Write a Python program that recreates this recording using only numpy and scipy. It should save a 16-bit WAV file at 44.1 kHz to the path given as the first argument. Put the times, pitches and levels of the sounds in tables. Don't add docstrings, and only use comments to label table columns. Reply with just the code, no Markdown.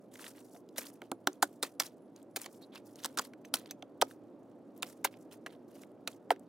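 import sys
import numpy as np
from scipy import signal
from scipy.fft import rfft, irfft, next_fast_len
from scipy.io import wavfile
from scipy.ndimage import uniform_filter1d, map_coordinates

SR = 44100
rng = np.random.default_rng(int(sys.argv[2]) if len(sys.argv) > 2 else 0)


def unload_audio(sound):
    columns = np.transpose(np.atleast_2d(sound))
    steps = np.round(np.clip(columns, -1, 1) * 32767)
    wavfile.write(sys.argv[1], SR, steps.astype(np.int16))


N = 285768

# start_s, tear_s, snap_db, snap_t60_s, bright_db_per_octave (above 5 kHz),
# splinter_db, splinter_hz, knock_db, knock_hz (the pitch falls through it), slab_db, boom_db
BLOWS = [(0.7811, 0.0026, -33.5, .03, -1, -41, 2160, -40, 620, -53, -42.5),
         (1.018, 0.0017, -59.5, .007, 1, -46.5, 2280, -45.5, 765, -51.5, -45.5),
         (1.116, 0, -40.5, .0097, 1, -47, 2280, -34.5, 738, -35.5, -32),
         (1.272, 0, -28, .016, -4, -24, 1510, -27.5, 788, -31, -27.5),
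         (1.4255, 0.0023, -24.5, .035, -1.5, -24, 1520, -23, 881, -30.5, -29.5),
         (1.6271, 0.0038, -27.5, .04, -2.5, -35, 2000, -43, 1000, -32.5, -39),
         (1.799, 0.003, -24.5, .034, -5, -32, 2080, -40.5, 978, -34.5, -48),
         (2.3608, 0.0077, -31.5, .025, 1, -36.5, 2400, -42.5, 580, -43, -43),
         (2.46, 0.0018, -45.5, .019, -4, -45.5, 2130, -49, 1100, -63, -67),
         (3.0457, 0.00078, -34.5, .0069, -4, -42.5, 1460, -42, 1153, -44, -51),
         (3.052, 0, -39.5, 0.0062, -6, -42, 1650, -60, 1320, -57, -53),
         (3.0579, 0.00081, -34.5, 0.011, 2, -42, 2000, -48, 1170, -58, -59),
         (3.1736, 0.0027, -35, 0.037, 1, -35.5, 1500, -40, 1230, -40.5, -50),
         (3.1867, 0.00056, -31, .014, -8, -35, 1610, -39, 1244, -50.5, -47),
         (3.1933, 0, -32.5, 0.019, -4.5, -38, 1860, -30.5, 1186, -34.5, -47),
         (3.5392, 0.0011, -24.5, .022, -3, -30.5, 3080, -41.5, 855, -48.5, -40.5),
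         (3.7098, 0.001, -42.5, .025, -1, -48.5, 2280, -56, 770, -59, -54),
         (3.8243, 0.0019, -57, 0.0071, -4, -48, 2700, -48, 713, -52.5, -49),
         (4.0146, 0.0042, -29, .02, 0, -28, 2600, -28.5, 986, -29, -36.5),
         (4.0216, 0.00081, -29, .013, -9.5, -35, 1900, -25, 730, -23.5, -34),
         (4.8236, .003, -38.5, .02, -2, -52, 2200, -38.5, 1125, -63, -60),
         (4.8295, 0, -37.5, .01, -2, -32.5, 2490, -54, 1005, -43, -43.5),
         (5.045, 0.0029, -27, 0.041, 3, -29.5, 2160, -27.5, 944, -33.5, -38.5),
         (5.4623, 0.003, -49.5, 0.025, -5, -39, 2330, -45.5, 1270, -57.5, -66),
         (6.0751, 0.0004, -34, .02, -4.5, -36.5, 2320, -44, 724, -44, -44.5),
         (6.3053, 0.00076, -40.5, .014, 4, -26.5, 2030, -19, 810, -28, -38),
         (6.3137, 0.0025, -42.5, 0.035, -2, -39.5, 1750, -28.5, 535, -37, -48)]
# start_s, peak_db, pitch_hz
TWIGS = [(0.156, -39, 1810), (.194, -39.5, 1450), (.242, -35.5, 2260), (.265, -33.5, 2380),
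         (.301, -56, 4030), (.549, -52, 740), (0.563, -52.5, 1370), (.689, -50.5, 4600),
         (0.819, -40.5, 2120), (0.844, -45.5, 2010), (0.867, -38, 4060), (1.33, -42, 6900),
         (1.834, -39, 5070), (2.162, -45.5, 6000), (2.228, -52.5, 7950), (2.416, -29.5, 7850),
         (2.443, -41, 3000), (2.757, -39.5, 2740), (2.957, -42.5, 6300), (3.037, -35, 5900),
         (3.335, -43, 1700), (3.449, -42, 2310), (3.5568, -26, 6040), (3.659, -42, 3520),
         (4.111, -44.5, 1270), (4.777, -45, 12000), (5.14, -46.5, 2000), (5.323, -51, 3500),
         (5.835, -42, 2200), (6.361, -53, 2170), (6.395, -48.5, 8860)]
# start_s, level_db
PINGS = [(1.429, -51), (3.452, -56), (3.709, -42.5)]
# start_s, level_db, length_s, pitch_hz
SQUEAKS = [(0.542, -55.5, 0.035, 720), (2.614, -59, 0.04, 4040), (2.72, -62.5, 0.028, 3520),
           (2.756, -59, 0.031, 2700), (3.696, -56, 0.0095, 3600)]
# start_s, t60_s, chips_db, crumbs_db
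SHOWERS = [(0.783, 0.31, -47.5, -44.5), (1.275, 0.075, -52, -62), (1.43, 0.42, -67, -59),
           (1.629, 0.18, -48, -46), (1.803, 0.23, -46.5, -45), (2.462, 0.087, -50.5, -68),
           (3.537, 0.22, -42.5, -44), (4.03, 0.21, -67.5, -62), (4.826, 0.4, -58, -57),
           (5.047, 0.05, -21, -57.5), (5.466, .2, -66, -64.5), (6.074, .2, -66, -68),
           (6.308, 0.21, -64, -74)]
# start_s, length_s, chips_db, crumbs_db
DRAGS = [(0.108, 0.07, -70.5, -62.5), (0.162, 0.19, -56, -54.5), (0.331, .09, -65, -61.5),
         (0.4, 0.12, -82, -67.5), (0.503, 0.11, -80, -67.5), (.757, 0.037, -52, -48),
         (0.838, .08, -68, -57.5), (1.024, 0.042, -68, -71), (1.309, 0.027, -65.5, -68),
         (2.146, 0.063, -67.5, -69), (2.348, 0.14, -57.5, -56), (2.476, 0.15, -80, -66),
         (2.603, 0.054, -68, -65.5), (2.713, 0.092, -60.5, -67.5), (2.84, 0.11, -77, -65.5),
         (2.933, 0.19, -64, -63.5), (3.018, 0.065, -55, -59), (3.082, 0.085, -73, -71.5),
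         (3.196, 0.072, -57, -55.5), (3.441, 0.018, -63, -68), (3.63, 0.11, -66, -73),
         (4.06, 0.089, -72, -67.5), (4.761, 0.016, -69.5, -69), (4.854, .09, -68, -60.5),
         (5.104, .05, -63, -65.5), (5.155, 0.12, -84, -74), (5.307, 0.032, -61.5, -59.5),
         (5.484, .06, -64, -74), (5.66, 0.26, -70.5, -66), (6.089, .07, -70, -65.5)]
# pitch_hz, level_db, t60_s
LOG_MODES = [(245, -13.5, 0.017), (290, 2, 0.08), (360, -3.5, 0.087), (458, -0.5, 0.0067), (561, -4, 0.063),
             (756, -4, 0.054)]
# pitch_hz, level_db, t60_s
STEEL_MODES = [(2560, -17, 0.054), (6200, -2.5, .03), (7900, -13, 0.034), (12800, -16.5, .025),
               (14490, -16, .028)]
# frequency_hz, relative_level_db
SNAP_SPECTRUM = [(1500, -42.5), (3000, -9.5), (4000, -1), (6000, -2), (9000, -2), (12000, -7.5),
                 (15000, -6), (17000, -16)]
# frequency_hz, relative_level_db
SPLINTER_SPECTRUM = [(200, -32.5), (700, 12.5), (1100, -0.5), (1500, 8.5), (2200, 0), (3400, 2.5),
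                     (4500, -4), (9000, -48)]
# frequency_hz, relative_level_db
SLAB_SPECTRUM = [(60, -30), (200, -19), (350, 4.5), (470, 8.5), (600, -1), (800, 7), (1100, 1), (1400, 4.5),
                 (1800, -28), (4000, -50)]
# frequency_hz, relative_level_db
SCRAPE_SPECTRUM = [(200, -25), (650, 1), (1300, -2.5), (2300, -2.5), (3400, 1.5), (4400, 0.5), (6000, -8.5),
                   (12000, -34.5)]
# frequency_hz, relative_level_db
RUSTLE_SPECTRUM = [(2000, -32.5), (4000, -15.5), (5500, -6), (10000, -1), (13000, -2.5), (15500, -3),
                   (16500, -12)]
# frequency_hz, relative_level_db
AIR_SPECTRUM = [(25, -44), (55, -34.5), (80, -31.5), (115, -17), (150, -13.5), (200, -8.5), (280, -0.5),
                (400, -7.5), (600, -10), (850, -20.5), (1300, -29.5), (2000, -41), (4000, -50.5),
                (15000, -65.5)]
# time_s, level_db
AIR_LEVEL = [(0, -57.5), (2.2, -57), (3.1, -55.6), (4.7, -55.5), (6.48, -55.5)]
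# frequency_hz, left_minus_right_db
PORT_BALANCE = [(100, -.5), (700, -1.5), (2500, -3), (5000, -2.3), (8000, .3), (11000, 5), (15000, 7.5)]
# frequency_hz, left_lead_rad
PORT_PHASE = [(100, 0), (700, -.25), (2200, -.6), (6000, -.6), (9500, -.2), (12000, .8), (15000, .7)]

BLOW_SPAN_S = .005
FIRST_CRACK, FIRST_CRACK_T60_S = 1.2, 0.0062
SOFT_ONSET_S, SOFT_ONSET_DB = .004, -23
KNOCK_T60_S = .018
LOG_DETUNE_OCT = .07
SHAPE_DB, SHAPE_KNOTS = 2.6, 5
SHOWER_RISE_S = 0.0073
DRAG_RISE, DRAG_HOLD = 0.2, 0.67
DRAG_T60_S = .14
STIR_DB = -88
CHIRPS_FROM_S, CHIRPS_UNTIL_S, CHIRP_EVERY_S, CHIRP_S = 0.48, 2.72, 0.3, .12
CRICKET_HZ, CRICKET_DB = 10300, -85
TOP_HZ = 16200


def amp(db):
    return 10 ** (np.asarray(db) / 20)


def unit(x):
    return x / np.sqrt(np.mean(x ** 2) + 1e-20)


def burst(x):
    return unit(x) * np.sqrt(BLOW_SPAN_S * SR / x.shape[-1])


def along(points, hz):
    point_hz, values = np.transpose(points)
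    return np.interp(np.log(hz + 1), np.log(point_hz + 1), values)


def filtered(x, response):
    n = x.shape[-1]
    padded = next_fast_len(n + 4096)
    hz = np.fft.rfftfreq(padded, 1 / SR)
    return irfft(rfft(x, padded) * response(hz), padded)[..., :n]


def coloured(x, spectrum):
    return unit(filtered(x, lambda hz: amp(along(spectrum, hz))))


def band(hz, centre_hz, octaves):
    return 1 / (1 + (np.log2((hz + 1) / centre_hz) / octaves) ** 2)


def fade(t, attack, t60, hold=0):
    return (1 - np.exp(-(t / attack) ** 2)) * amp(-60 * np.maximum(t - hold, 0) / t60)


def swell(t, length):
    return np.sin(np.pi * np.minimum(t / length, 1))


def ring(modes, t, attack, scatter_db):
    sound = np.zeros(len(t))
    for hz, db, t60 in modes:
        strength = amp(db + scatter_db * rng.normal())
        sound += strength * fade(t, attack, t60) * np.sin(2 * np.pi * hz * t)
    return sound


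def add(track, s, sound):
    part = track[..., max(round(s * SR), 0):][..., :sound.shape[-1]]
    part += sound[..., :part.shape[-1]]


def spread(pair, side_db):
    mid, side = pair
    return np.array([mid + amp(side_db) * side, mid - amp(side_db) * side])


def crackle(size, rate, spread_db, bed):
    shape = (2, size)
    sizes = rng.standard_normal(shape) * amp(spread_db * np.minimum(rng.exponential(size=shape), 3))
    breaks = (rng.random(shape) < rate / SR) * sizes
    return spread(unit(breaks) + bed * rng.standard_normal(shape), side_db=-14)


def grains(count, centre_hz, octaves, cycles, spread_db):
    when, pitch, size, place = rng.random((count, 4)).T[:, :, None]
    k = np.arange(int(5 * cycles * SR / centre_hz))
    turns = centre_hz * 2 ** (octaves * (2 * pitch - 1)) * k / SR
    strength = amp(spread_db * np.minimum(-np.log(size), 4))
    rings = strength * np.sin(2 * np.pi * turns) * np.exp(-turns / cycles)
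    index = ((when * N).astype(int) + k).ravel()
    sides = []
    for sign in (1, -1):
        pan = 1 + sign * 0.58 * (2 * place - 1)
        sides.append(np.bincount(index, (rings * pan).ravel(), N)[:N])
    return unit(np.array(sides))


def own_shape(x):
    knots = rng.standard_normal(80)
    return filtered(x, lambda hz: amp(SHAPE_DB * map_coordinates(knots, [SHAPE_KNOTS * np.log2(hz + 1)])))


def night_air():
    times, levels = np.transpose(AIR_LEVEL)
    level_db = np.interp(np.arange(N) / SR, times, levels)
    rush = spread(coloured(rng.standard_normal((2, N)), AIR_SPECTRUM), side_db=-14.5)
    hum = unit(filtered(rng.standard_normal(N), lambda hz: 1 / (1 + ((hz - 114) / 6) ** 2)))
    lean = amp([[-.8], [.8]])
    return amp(level_db + 1) * (rush + amp(-20.5) * hum) * lean


def bush_cricket():
    out, t = np.zeros(N), np.arange(SR // 5) / SR
    for s in np.arange(CHIRPS_FROM_S, CHIRPS_UNTIL_S, CHIRP_EVERY_S):
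        rasp = unit(filtered(rng.standard_normal(len(t)), lambda hz: band(hz, CRICKET_HZ, octaves=.035)))
        add(out, s, amp(CRICKET_DB) * rasp * swell(t, CHIRP_S))
    return out


def litter_flow():
    power, t = np.zeros((2, N)), np.arange(SR // 2) / SR
    for s, t60, chips_db, crumbs_db in SHOWERS:
        shower = fade(t, SHOWER_RISE_S, t60)
        add(power, s, (amp([[chips_db], [crumbs_db]]) * shower) ** 2)
    for s, length, chips_db, crumbs_db in DRAGS:
        drag = fade(t, DRAG_RISE * length, DRAG_T60_S, hold=DRAG_HOLD * length)
        add(power, s, (amp([[chips_db], [crumbs_db]]) * drag) ** 2)
    return np.sqrt(power + amp(STIR_DB) ** 2)


def drift(size):
    return unit(uniform_filter1d(rng.standard_normal(N), size=size))


def litter():
    chip_flow, crumb_flow = litter_flow()
    friction = spread(rng.standard_normal((2, N)), side_db=-13.0)
    stalks = grains(count=3000, centre_hz=4200, octaves=1.6, cycles=7, spread_db=3)
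    chips = grains(count=14000, centre_hz=2400, octaves=1.4, cycles=1.6, spread_db=3.6)
    chips = chips + .6 * stalks + .65 * friction
    crumbs = grains(count=30000, centre_hz=8500, octaves=1, cycles=3, spread_db=3.4)
    crumbs = crumbs + .8 * stalks + .4 * friction
    clumps_db = 3.2 * drift(size=300)
    scrape = coloured(chips * amp(clumps_db + 1.5 * drift(size=450)), SCRAPE_SPECTRUM)
    rustle = coloured(crumbs * amp(clumps_db + 3.5 * drift(size=600)), RUSTLE_SPECTRUM)
    return chip_flow * scrape + crumb_flow * rustle


def squeaks():
    out, t = np.zeros(N), np.arange(SR // 10) / SR
    for s, db, length, pitch_hz in SQUEAKS:
        tone = unit(filtered(rng.standard_normal(len(t)), lambda hz: band(hz, pitch_hz, octaves=0.13)))
        add(out, s, amp(db) * tone * swell(t, length))
    return out


def twigs():
    out, t = np.zeros((2, N)), np.arange(SR // 20) / SR
    for s, db, pitch_hz in TWIGS:
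        noise = spread(rng.standard_normal((2, len(t))), side_db=-17)
        click = filtered(noise, lambda hz: band(hz, pitch_hz, octaves=0.55)) * fade(t, 0.00038, 0.012)
        add(out, s, amp(db) * click / np.abs(click).max())
    return out


def axe_head():
    out, t = np.zeros(N), np.arange(SR // 8) / SR
    for s, db in PINGS:
        add(out, s, amp(db) * burst(ring(STEEL_MODES, t, attack=.0005, scatter_db=1)))
    return out


def snapping_fibres(t, tear_s, t60, bright_db):
    tearing = fade(t, .00055, t60, hold=tear_s) + FIRST_CRACK * fade(t, .00035, FIRST_CRACK_T60_S)
    fibres = coloured(crackle(len(t), rate=6400, spread_db=3.0, bed=1.0), SNAP_SPECTRUM)
    fibres = filtered(fibres, lambda hz: amp(bright_db * np.log2(np.maximum(hz, 5000) / 5000)))
    return burst(own_shape(fibres) * tearing)


def splinters(t, tear_s, t60, pitch_hz):
    cracks = coloured(crackle(len(t), rate=2500, spread_db=1.5, bed=.9), SPLINTER_SPECTRUM)
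    pitched = filtered(own_shape(cracks), lambda hz: band(hz, pitch_hz, 0.19) + 0.25)
    return burst(pitched * fade(t, 0.000077, t60 * 1.3, hold=tear_s))


def soft_onset(t):
    noise = crackle(len(t), rate=3000, spread_db=3.5, bed=.5) * swell(t, 2 * SOFT_ONSET_S)
    return burst(coloured(noise, SNAP_SPECTRUM))


def knock(t, knock_hz):
    pitch_hz = knock_hz * (0.713 + 0.76 * np.exp(-t / 0.003))
    tone = np.sin(2 * np.pi * np.cumsum(pitch_hz) / SR)
    return burst(tone * fade(t, 0.0022, KNOCK_T60_S))


def log_boom(t):
    stretched = t * 2 ** (LOG_DETUNE_OCT * rng.normal())
    return burst(ring(LOG_MODES, stretched, attack=.002, scatter_db=3))


def chopping():
    out, t = np.zeros((2, N)), np.arange(SR // 8) / SR
    for (s, tear_s, snap_db, t60, bright_db, splinter_db, splinter_hz,
         knock_db, knock_hz, slab_db, boom_db) in BLOWS:
        add(out, s - SOFT_ONSET_S, amp(snap_db + SOFT_ONSET_DB) * soft_onset(t))
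        add(out, s, amp(snap_db) * snapping_fibres(t, tear_s, t60, bright_db))
        add(out, s, amp(splinter_db) * splinters(t, tear_s, t60, splinter_hz))
        through_s = s + tear_s
        slab = burst(coloured(rng.standard_normal(len(t)), SLAB_SPECTRUM) * fade(t, 0.0039, 0.019))
        add(out, through_s, amp(knock_db) * knock(t, knock_hz))
        add(out, through_s, amp(slab_db) * slab)
        add(out, through_s, amp(boom_db) * log_boom(t))
    return out


def bushes(x, wet_db, t60):
    t = np.arange(SR // 3) / SR
    tail = rng.standard_normal((2, len(t))) * fade(t, .008, t60)
    tail = tail / np.linalg.norm(tail[0])
    return x + amp(wet_db) * signal.fftconvolve(x, tail, axes=1)[:, :N]


def ports(x):
    half = np.array([[.5], [-.5]])

    def response(hz):
        return amp(half * along(PORT_BALANCE, hz)) * np.exp(1j * half * along(PORT_PHASE, hz))

    return filtered(x, response)


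def scene():
    right_db = 0.2
    chops = chopping() * amp([[-right_db], [right_db]])
    wood = chops + twigs() + squeaks() + axe_head() + litter()
    wood = signal.sosfilt(signal.butter(1, 170, "high", fs=SR, output="sos"), wood)
    return ports(bushes(wood, wet_db=-25.5, t60=0.094)) + bush_cricket() + night_air()


def record(dry):
    return filtered(dry, lambda hz: np.clip((TOP_HZ - hz) / 600 + .5, 0, 1))


dry = scene()
out = record(dry)
unload_audio(out)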